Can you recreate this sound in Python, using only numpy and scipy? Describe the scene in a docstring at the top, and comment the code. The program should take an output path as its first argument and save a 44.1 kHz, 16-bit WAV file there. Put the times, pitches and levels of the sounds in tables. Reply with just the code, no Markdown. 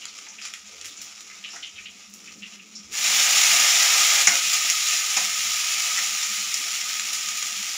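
"""Spices and wet leaves in a hot wok

Spices tick and sputter in a little hot oil in an iron wok on a gas stove: click trains and ringing steam pockets.
A handful of wet leaves drops in: filtered click trains burst into a dense sizzle that slowly calms.
A steel ladle knocks and stirs: decaying modes, thuds and scrapes. A burner note and room noise lie beneath.
Echoes and bowl resonances colour the pan; a phone close by hears it all in mono, on two equal channels."""
import sys
import numpy as np
from scipy import signal
from scipy.io import wavfile
from scipy.ndimage import uniform_filter1d

SR = 44100
rng = np.random.default_rng(int(sys.argv[2]) if len(sys.argv) > 2 else 0)


def store_wav(level_fs):
    """Save 16-bit WAV to argv[1]."""
    pcm = np.round(np.clip(np.atleast_2d(level_fs), -1, 1) * 32767)
    wavfile.write(sys.argv[1], SR, pcm.T.astype(np.int16))


N = 342657
TIME = np.arange(N) / SR
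LAND_S = 2.895  # the leaves land in the oil


def gain_of(db):
    """Amplitude ratio is ten to the power of decibels over twenty."""
    return 10 ** (np.asarray(db) / 20)


def evened(x):
    """Normalization by the root mean square, to rms 1."""
    return x / np.sqrt(np.mean(x ** 2) + 1e-20)


def read(points, hz):
    """Linear interpolation of a frequency table on a log-frequency axis."""
    table_hz, value = np.transpose(points)
    return np.interp(np.log(hz + 1), np.log(table_hz), value)


def level_curve(rows):
    """A gain curve interpolated linearly in decibels between timed levels."""
    start_s, level_db = np.transpose(rows)
    return gain_of(np.interp(TIME, start_s, level_db))


def add(mix, start_s, sound):
    """Superposition: sums a sound into the mix from a given time."""
    part = mix[round(start_s * SR):][:len(sound)]
    part += sound[:len(part)]


def colour(x, points, size=4096):
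    """Minimum-phase filtering: a causal response of the given spectrum keeps the fronts of clicks sharp."""
    log_gain = np.log(gain_of(read(points, abs(np.fft.fftfreq(size, 1 / SR)))))
    # minimum phase is the negative Hilbert transform of the log gain
    taps = np.fft.ifft(np.exp(np.conj(signal.hilbert(log_gain)))).real
    return signal.oaconvolve(x, taps[:size // 2])[:len(x)]


def resonate(x, hz, width_hz):
    """A second-order resonance with gain 1 at its peak."""
    return signal.lfilter(*signal.iirpeak(hz, hz / width_hz, SR), x)


def clicks(per_s, spread_db, count=N):
    """A random impulse train: either sign, sizes exponentially distributed in decibels, scaled to rms 1."""
    size = gain_of(spread_db * np.minimum(rng.exponential(1, count), 3.3))
    sign = rng.choice([-1, 1], count)
    present = rng.random(count) < per_s / SR
    return evened(size * sign * present)


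def flutter(per_s, depth_db):
    """Random amplitude modulation: Gaussian levels in decibels joined by straight lines."""
    knots = rng.standard_normal(N)
    return gain_of(depth_db * np.interp(TIME * per_s, np.arange(N), knots))


def burst(length, per_s, spread_db):
    """Exponential decay of a short impulse train; length is the time constant in seconds."""
    t = TIME[:SR // 4]
    return clicks(per_s, spread_db, count=len(t)) * np.exp(-t / length)


def drone():
    """Resonance of noise gives the burner's low, wavering note over rumble, murmur and faint hiss of the room."""
    # the burner's note: start_s, level_db
    hum_level = level_curve([(0.0, -66.5), (2.0, -63.5), (2.2, -56.5), (3.7, -58), (4.0, -64.5),
                             (7.77, -62.5)])
    # the burner's resonance: pitch_hz, width_hz
    burner = (203.3, 35)
    # spectrum of the rumble: frequency_hz, level_db
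    rumble_tone = [(25, -22), (48, -29), (70, 5), (82, -5), (95, -3), (130, -10), (200, -15), (1000, -43),
                   (16000, -72)]
    # spectrum of the murmur and hiss: frequency_hz, level_db
    room_tone = [(100, -23), (180, -19), (290, 4), (350, -2.5), (440, 0), (600, -11), (1000, -21),
                 (3000, -21), (16000, -7.5)]
    rumble_db, murmur_db = -71.5, -58.5
    murmur_share = 0.33  # how far the murmur follows the note's level

    note = resonate(resonate(rng.standard_normal(N), *burner), *burner)
    note = evened(note * flutter(15, depth_db=3.5))
    rumble = evened(colour(rng.standard_normal(N), rumble_tone) * flutter(9, depth_db=6.0))
    murmur = evened(colour(rng.standard_normal(N), room_tone) * flutter(13, depth_db=3.5))
    murmur_level = gain_of(murmur_db) * (hum_level / hum_level.min()) ** murmur_share
    return hum_level * note + gain_of(rumble_db) * rumble + murmur_level * murmur


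def sputter(hz, length):
    """Impulse excitation of a resonator: a first snap and an uneven train of bubbles ring a small steam pocket."""
    edge = 0.7  # lower band edge over pitch
    sharpness, ring_db = 9.2, -0.5
    train = burst(length, per_s=1900, spread_db=2.0)
    train *= 1 - np.exp(-TIME[:len(train)] / 0.0016)
    train[0] += 5  # the first snap
    band = signal.butter(3, [hz * edge, hz / edge], "bandpass", fs=SR, output="sos")
    body = signal.sosfilt(band, train)
    ring = resonate(body, hz, hz / sharpness)
    # higher pockets are quieter
    return np.sqrt(3000 / hz) * (gain_of(-12.0) * body + gain_of(ring_db) * ring)


def spices():
    """Clustered impulse noise makes fine ticks; small steam pockets resonate, each at a pitch of its own."""
    # spices simmering: start_s, level_db
    simmer = [(0.0, -40), (.73, -44), (1.56, -43), (1.97, -47), (2.35, -42.5), (2.65, -47), (2.9, -45)]
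    # spectrum of the ticks: frequency_hz, level_db
    simmer_tone = [(100, -50), (450, -19), (700, -17), (1000, -11.5), (1700, -8), (2300, 1.5), (4000, 1.5),
                   (6000, 2), (9500, -4.5), (12500, -5), (16000, -11)]
    ticks = clicks(per_s=3000, spread_db=3.0) * flutter(40, depth_db=2.0) * flutter(12, depth_db=1.7)
    ticks = evened(colour(ticks, simmer_tone))
    pockets = np.zeros(N)
    for when, size, strength, life in rng.random((200, 4)):
        hz = np.interp(size, [0, 1], [1800, 8000])
        pocket = gain_of(-14 * strength) * sputter(hz, 0.0042 + 0.017 * life)
        add(pockets, when * simmer[-1][0], pocket)
    return level_curve(simmer) * (gain_of(-1.0) * ticks + gain_of(13) * pockets)


def sputters():
    """Resonance of single steam pockets as steam sputters out of a seed."""
    out = np.zeros(N)
    # steam out of a seed: start_s, level_db, pitch_hz, decay_s
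    seeds = [(0.017, -20.5, 2960, 0.028), (0.08, -20.5, 4380, .019), (0.265, -42.5, 900, .037),
             (0.283, -24, 6260, 0.033), (.383, -22, 2580, .018), (0.42, -20.5, 4800, 0.032),
             (0.535, -28, 2740, .022), (0.688, -45.5, 450, 0.091), (0.809, -29, 2800, 0.029),
             (0.882, -23.5, 3700, .032), (.9682, -24.5, 7000, .02), (1.3, -23.5, 2150, 0.019),
             (1.44, -15.5, 2920, 0.034), (1.502, -28, 5400, 0.11), (1.628, -13.5, 3100, 0.027),
             (1.757, -24.5, 3070, 0.035), (1.78, -22, 2450, 0.026), (1.857, -17, 2930, 0.023),
             (2.274, -24, 2540, 0.026), (2.423, -17.5, 2780, .022), (2.456, -19, 2820, 0.0077),
             (2.525, -28, 2890, .031), (2.594, -27, 2650, 0.022), (2.751, -22.5, 5400, 0.048)]
    for start_s, level_db, pitch_hz, decay_s in seeds:
        add(out, start_s, gain_of(level_db) * sputter(pitch_hz, decay_s))
    return out


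def pops():
    """Transient impulse noise: a bubble snaps open and its droplets fizz; the brighter, the less body it has."""
    # single bubbles bursting: start_s, snap_db, spray_db (the droplets), treble_edge_hz
    bubbles = [(.0546, -16, -35, 8150), (0.188, -21, -40.5, 8550), (0.4162, -22, -34, 7000),
               (.453, -18, -30.5, 9000), (.538, -16.5, -33, 10000), (0.813, -20, -37, 8000),
               (.845, -26, -30, 10900), (0.857, -21, -32.5, 16900), (1.017, -21, -32, 16600),
               (1.207, -26, -41, 12300), (2.098, -35, -44, 20000), (2.139, -21.5, -36, 20000),
               (4.019, -10, -30, 15000), (4.355, -5, -31, 15000), (4.532, -10, -18, 14900),
               (4.7, -4, -21, 14700), (4.886, -9, -33, 12000), (6.228, -17, -20, 10160),
               (6.542, -7, -24, 15400), (6.7533, -12, -36, 12100), (6.9962, -9.5, -28.5, 9000),
               (7.131, -15, -19.5, 14800), (7.287, -12, -25, 11900), (7.372, -13.5, -24, 17000),
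               (7.426, -8, -28, 6000)]
    # spectrum of a bursting bubble: frequency_hz, level_db
    pop_tone = [(100, -34), (700, -26.5), (1500, -7.5), (2300, 0.5), (4000, 0), (6000, 1.5), (11000, 1),
                (16000, 3)]
    out = np.zeros(N)
    for start_s, snap_db, spray_db, edge_hz in bubbles:
        snap = burst(0.0011, per_s=25000, spread_db=3.0)
        spray = burst(0.031, per_s=4500, spread_db=1.0)
        pop = gain_of(snap_db) * snap + gain_of(spray_db) * spray
        # the tiniest bubbles burst between 7 and 20 kHz
        low_hz = 7000 * (edge_hz / 20000) ** 4
        pop = signal.lfilter(*signal.butter(2, low_hz, "highpass", fs=SR), pop)
        pop = signal.lfilter(*signal.butter(2, edge_hz, fs=SR), pop)
        add(out, start_s, pop)
    return colour(out, pop_tone)


def ladle():
    """Modal vibration and friction: each blow rings the wok's modes, thuds and scrapes briefly."""
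    # the ladle meets the wok: start_s, ring_db, thud_db, scrape_db, scrape_pitch_hz
    knocks = [(1.535, -70, -34, -47, 1250), (1.56, -56.5, -40, -23, 1900), (4.2713, -37, -17.5, 4, 2130),
              (4.298, -47, -26.5, -15, 1780), (4.33, -42, -24, -24, 1390), (4.385, -58, -34, -32, 1400),
              (4.919, -55, -34, -12, 2550), (5.167, -52, -25, -3, 2480), (5.171, -55, -34, -15, 790),
              (5.215, -55, -32, -34, 800), (5.975, -52, -35, -8, 1900)]
    # modes of the struck wok: pitch_hz, level_db, t60_s
    modes = [(166.6, -10, 0.42), (286.7, -5, 0.21), (710, -5, 0.28), (1290, -34, .2), (1460, 6, 0.21),
             (1560, 4, 0.23), (1846, -21, .14), (2050, -5, 0.085), (2100, -14, .13), (2500, -4, 0.085),
             (5260, 0, 0.066), (5750, 2, 0.097), (7300, -8, .08)]
    # spectrum of the dull thud: frequency_hz, level_db
    thud_tone = [(40, -24), (90, -16), (130, -10), (170, 0.5), (290, -5.5), (450, -8), (600, -5.5),
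                 (820, 0.5), (1100, -2.5), (3000, -8), (16000, -46)]
    out, t = np.zeros(N), TIME[:SR // 2]
    ring = sum(gain_of(db - 60 * t / t60) * np.cos(2 * np.pi * hz * t) for hz, db, t60 in modes)
    ring = ring * np.minimum(t / 0.0026, 1)  # a soft attack
    for start_s, ring_db, thud_db, scrape_db, pitch_hz in knocks:
        thud = colour(burst(0.023, per_s=5800, spread_db=-2.5), thud_tone)
        grit = burst(0.016, per_s=5000, spread_db=1.5)
        # the steel edge chatters at one pitch, with a bright rasp above it
        chatter = resonate(resonate(grit, pitch_hz, 270), pitch_hz, 1900)
        rasp = resonate(resonate(grit, 5900, 3800), 6200, 5000)
        add(out, start_s, gain_of(ring_db) * ring)
        add(out, start_s, gain_of(thud_db) * thud)
        add(out, start_s, gain_of(scrape_db) * (chatter + gain_of(-6.5) * rasp))
    return out


def hump(s, half_length):
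    """A Gaussian envelope of height 1, down to 1/e at half_length from its centre."""
    return np.exp(-((TIME - s) / half_length) ** 2)


def steam(full_db, swell, drop_db, cooling_db, flare_share):
    """Boiling follows heat supply: swells as leaves heat, sinks as they dry, drops when turned, shifts at stirs."""
    # the ladle presses wet leaves onto hot iron: centre_s, half_length_s, flare_db
    stirs = [(4.206, .04, -0.5), (4.56, 0.035, 4), (4.936, 0.035, 4.5), (5.183, 0.012, 1), (5.89, 0.2, 6.5)]
    turn_s, turning_s = 4.225, 0.013  # the ladle turns the leaves over and much of the steam is gone
    age = np.maximum(TIME - LAND_S, 0)
    turned = np.clip((TIME - turn_s) / turning_s, 0, 1)
    flare_db = sum(db * hump(s, half_length) for s, half_length, db in stirs)
    level_db = full_db - drop_db * turned - cooling_db * age + flare_share * flare_db
    return (1 - np.exp(-age / swell)) * gain_of(level_db)


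def leaves():
    """Flash boiling: countless tiny bubbles, larger ones beneath, a hollow note of the bowl and spits on top."""
    # each voice: full_level_db, swell_s, turn_drop_db, cooling_db_per_s, flare_share
    fine = steam(*(-11, 0.2468, 4, 2.5, 0.34))
    large = steam(*(-33, 0.26, 13, 1.5, 0.86))
    hollow = steam(*(-42, 0.5, 5, 2.24, 0.65))
    # spectrum of tiny bubbles and spits: frequency_hz, level_db
    fizz_tone = [(100, -41.5), (700, -36.5), (1500, -12.5), (2200, 1), (4000, 3), (8000, 0.5), (16000, 0.5)]
    # spectrum of larger bubbles: frequency_hz, level_db
    boil_tone = [(60, -19.5), (170, -20), (280, -10), (430, -13.5), (700, -3.5), (1000, 1), (1300, -4.5),
                 (1700, 4.5), (2200, 6.5), (4000, -29), (16000, -32)]
    # the bowl's hollow note: pitch_hz, width_hz
    hollow_peak = (1274, 91)

    fizz = clicks(per_s=16000, spread_db=2.5) * flutter(110, depth_db=1.07)
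    fizz = evened(colour(fizz, fizz_tone))
    spits = evened(colour(clicks(per_s=700, spread_db=6.0), fizz_tone))
    boil = clicks(per_s=2000, spread_db=2.0) * flutter(20, depth_db=1.5)
    boil = evened(colour(boil, boil_tone))
    note = clicks(per_s=300, spread_db=3.5) * flutter(14, depth_db=0.5)
    note = evened(resonate(note, *hollow_peak))
    # spits fade more slowly than the fizz, so the sizzle grows grainier as it calms
    spit_level = gain_of(-11) * fine.max() * (fine / fine.max()) ** 0.58
    in_pan = np.clip((TIME - LAND_S) / 0.046, 0, 1)
    sizzle = fine * fizz + spit_level * spits + large * boil + hollow * note
    return in_pan * flutter(12, depth_db=0.41) * sizzle


def reflections():
    """Reverberation: dense echoes from near walls, with a decay time that depends on frequency."""
    # kitchen reverberation: frequency_hz, t60_s
    decay_times = [(200, 0.19), (1500, 0.31), (4000, 0.12), (14000, 0.23)]
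    count = SR // 2
    present = (rng.random(count) < 4000 / SR) * (TIME[:count] > .002)
    taps = rng.choice([-1., 1.], count) * present
    hz, t, z = signal.stft(taps, SR, nperseg=256)
    decay = gain_of(-60 * t / read(decay_times, hz)[:, None])
    tail = signal.istft(z * decay, SR, nperseg=256)[1]
    return tail / np.linalg.norm(tail)


def kitchen(x, wet_db, count=5):
    """Convolution with room responses: bubbles burst at different spots of the wok, each with its own echoes."""
    # a random spot for every 1024 samples, with smoothed changes
    spot = rng.integers(0, count, N)[np.arange(N) // 1024]
    share = [np.sqrt(abs(uniform_filter1d(1. * (spot == k), size=512))) for k in range(count)]
    echoes = sum(signal.oaconvolve(x * part, reflections())[:N] for part in share)
    wet = gain_of(wet_db)
    return (x + wet * echoes) / np.hypot(1, wet)


def scene():
    """Superposition and cavity resonance: kitchen and bowl colour all pan sounds; the drone joins them dry."""
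    # air resonances of the bowl and the corner behind it: pitch_hz, width_hz, lift_db
    cavities = [(291, 21, 5), (540, 22, 11), (699.5, 39, 11.5), (790, 44, 7.5), (1249.5, 68, 12.5)]
    pan = kitchen(spices() + sputters() + pops() + ladle() + leaves(), wet_db=-5.5)
    pan = pan + sum((gain_of(db) - 1) * resonate(pan, hz, width) for hz, width, db in cavities)
    return np.tile(pan + drone(), (2, 1))


def record(dry):
    """Linear filtering: the phone microphone's colour, then a band limit."""
    # response of the microphone: frequency_hz, level_db
    microphone = [(2500, 0.5), (3300, -1.5), (4500, -3.5), (5100, 0), (5800, 3.5), (6300, -0.5),
                  (6750, 4.5), (7350, 2), (8050, -12), (9200, -9), (11500, -14), (13800, -21), (14700, -10),
                  (15400, -12)]
    edge = signal.firwin(511, 15650, window=("kaiser", 9), fs=SR)  # low-pass edge in Hz
    return np.array([signal.oaconvolve(colour(side, microphone), edge, "same") for side in dry])


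dry = scene()
out = record(dry)
store_wav(out)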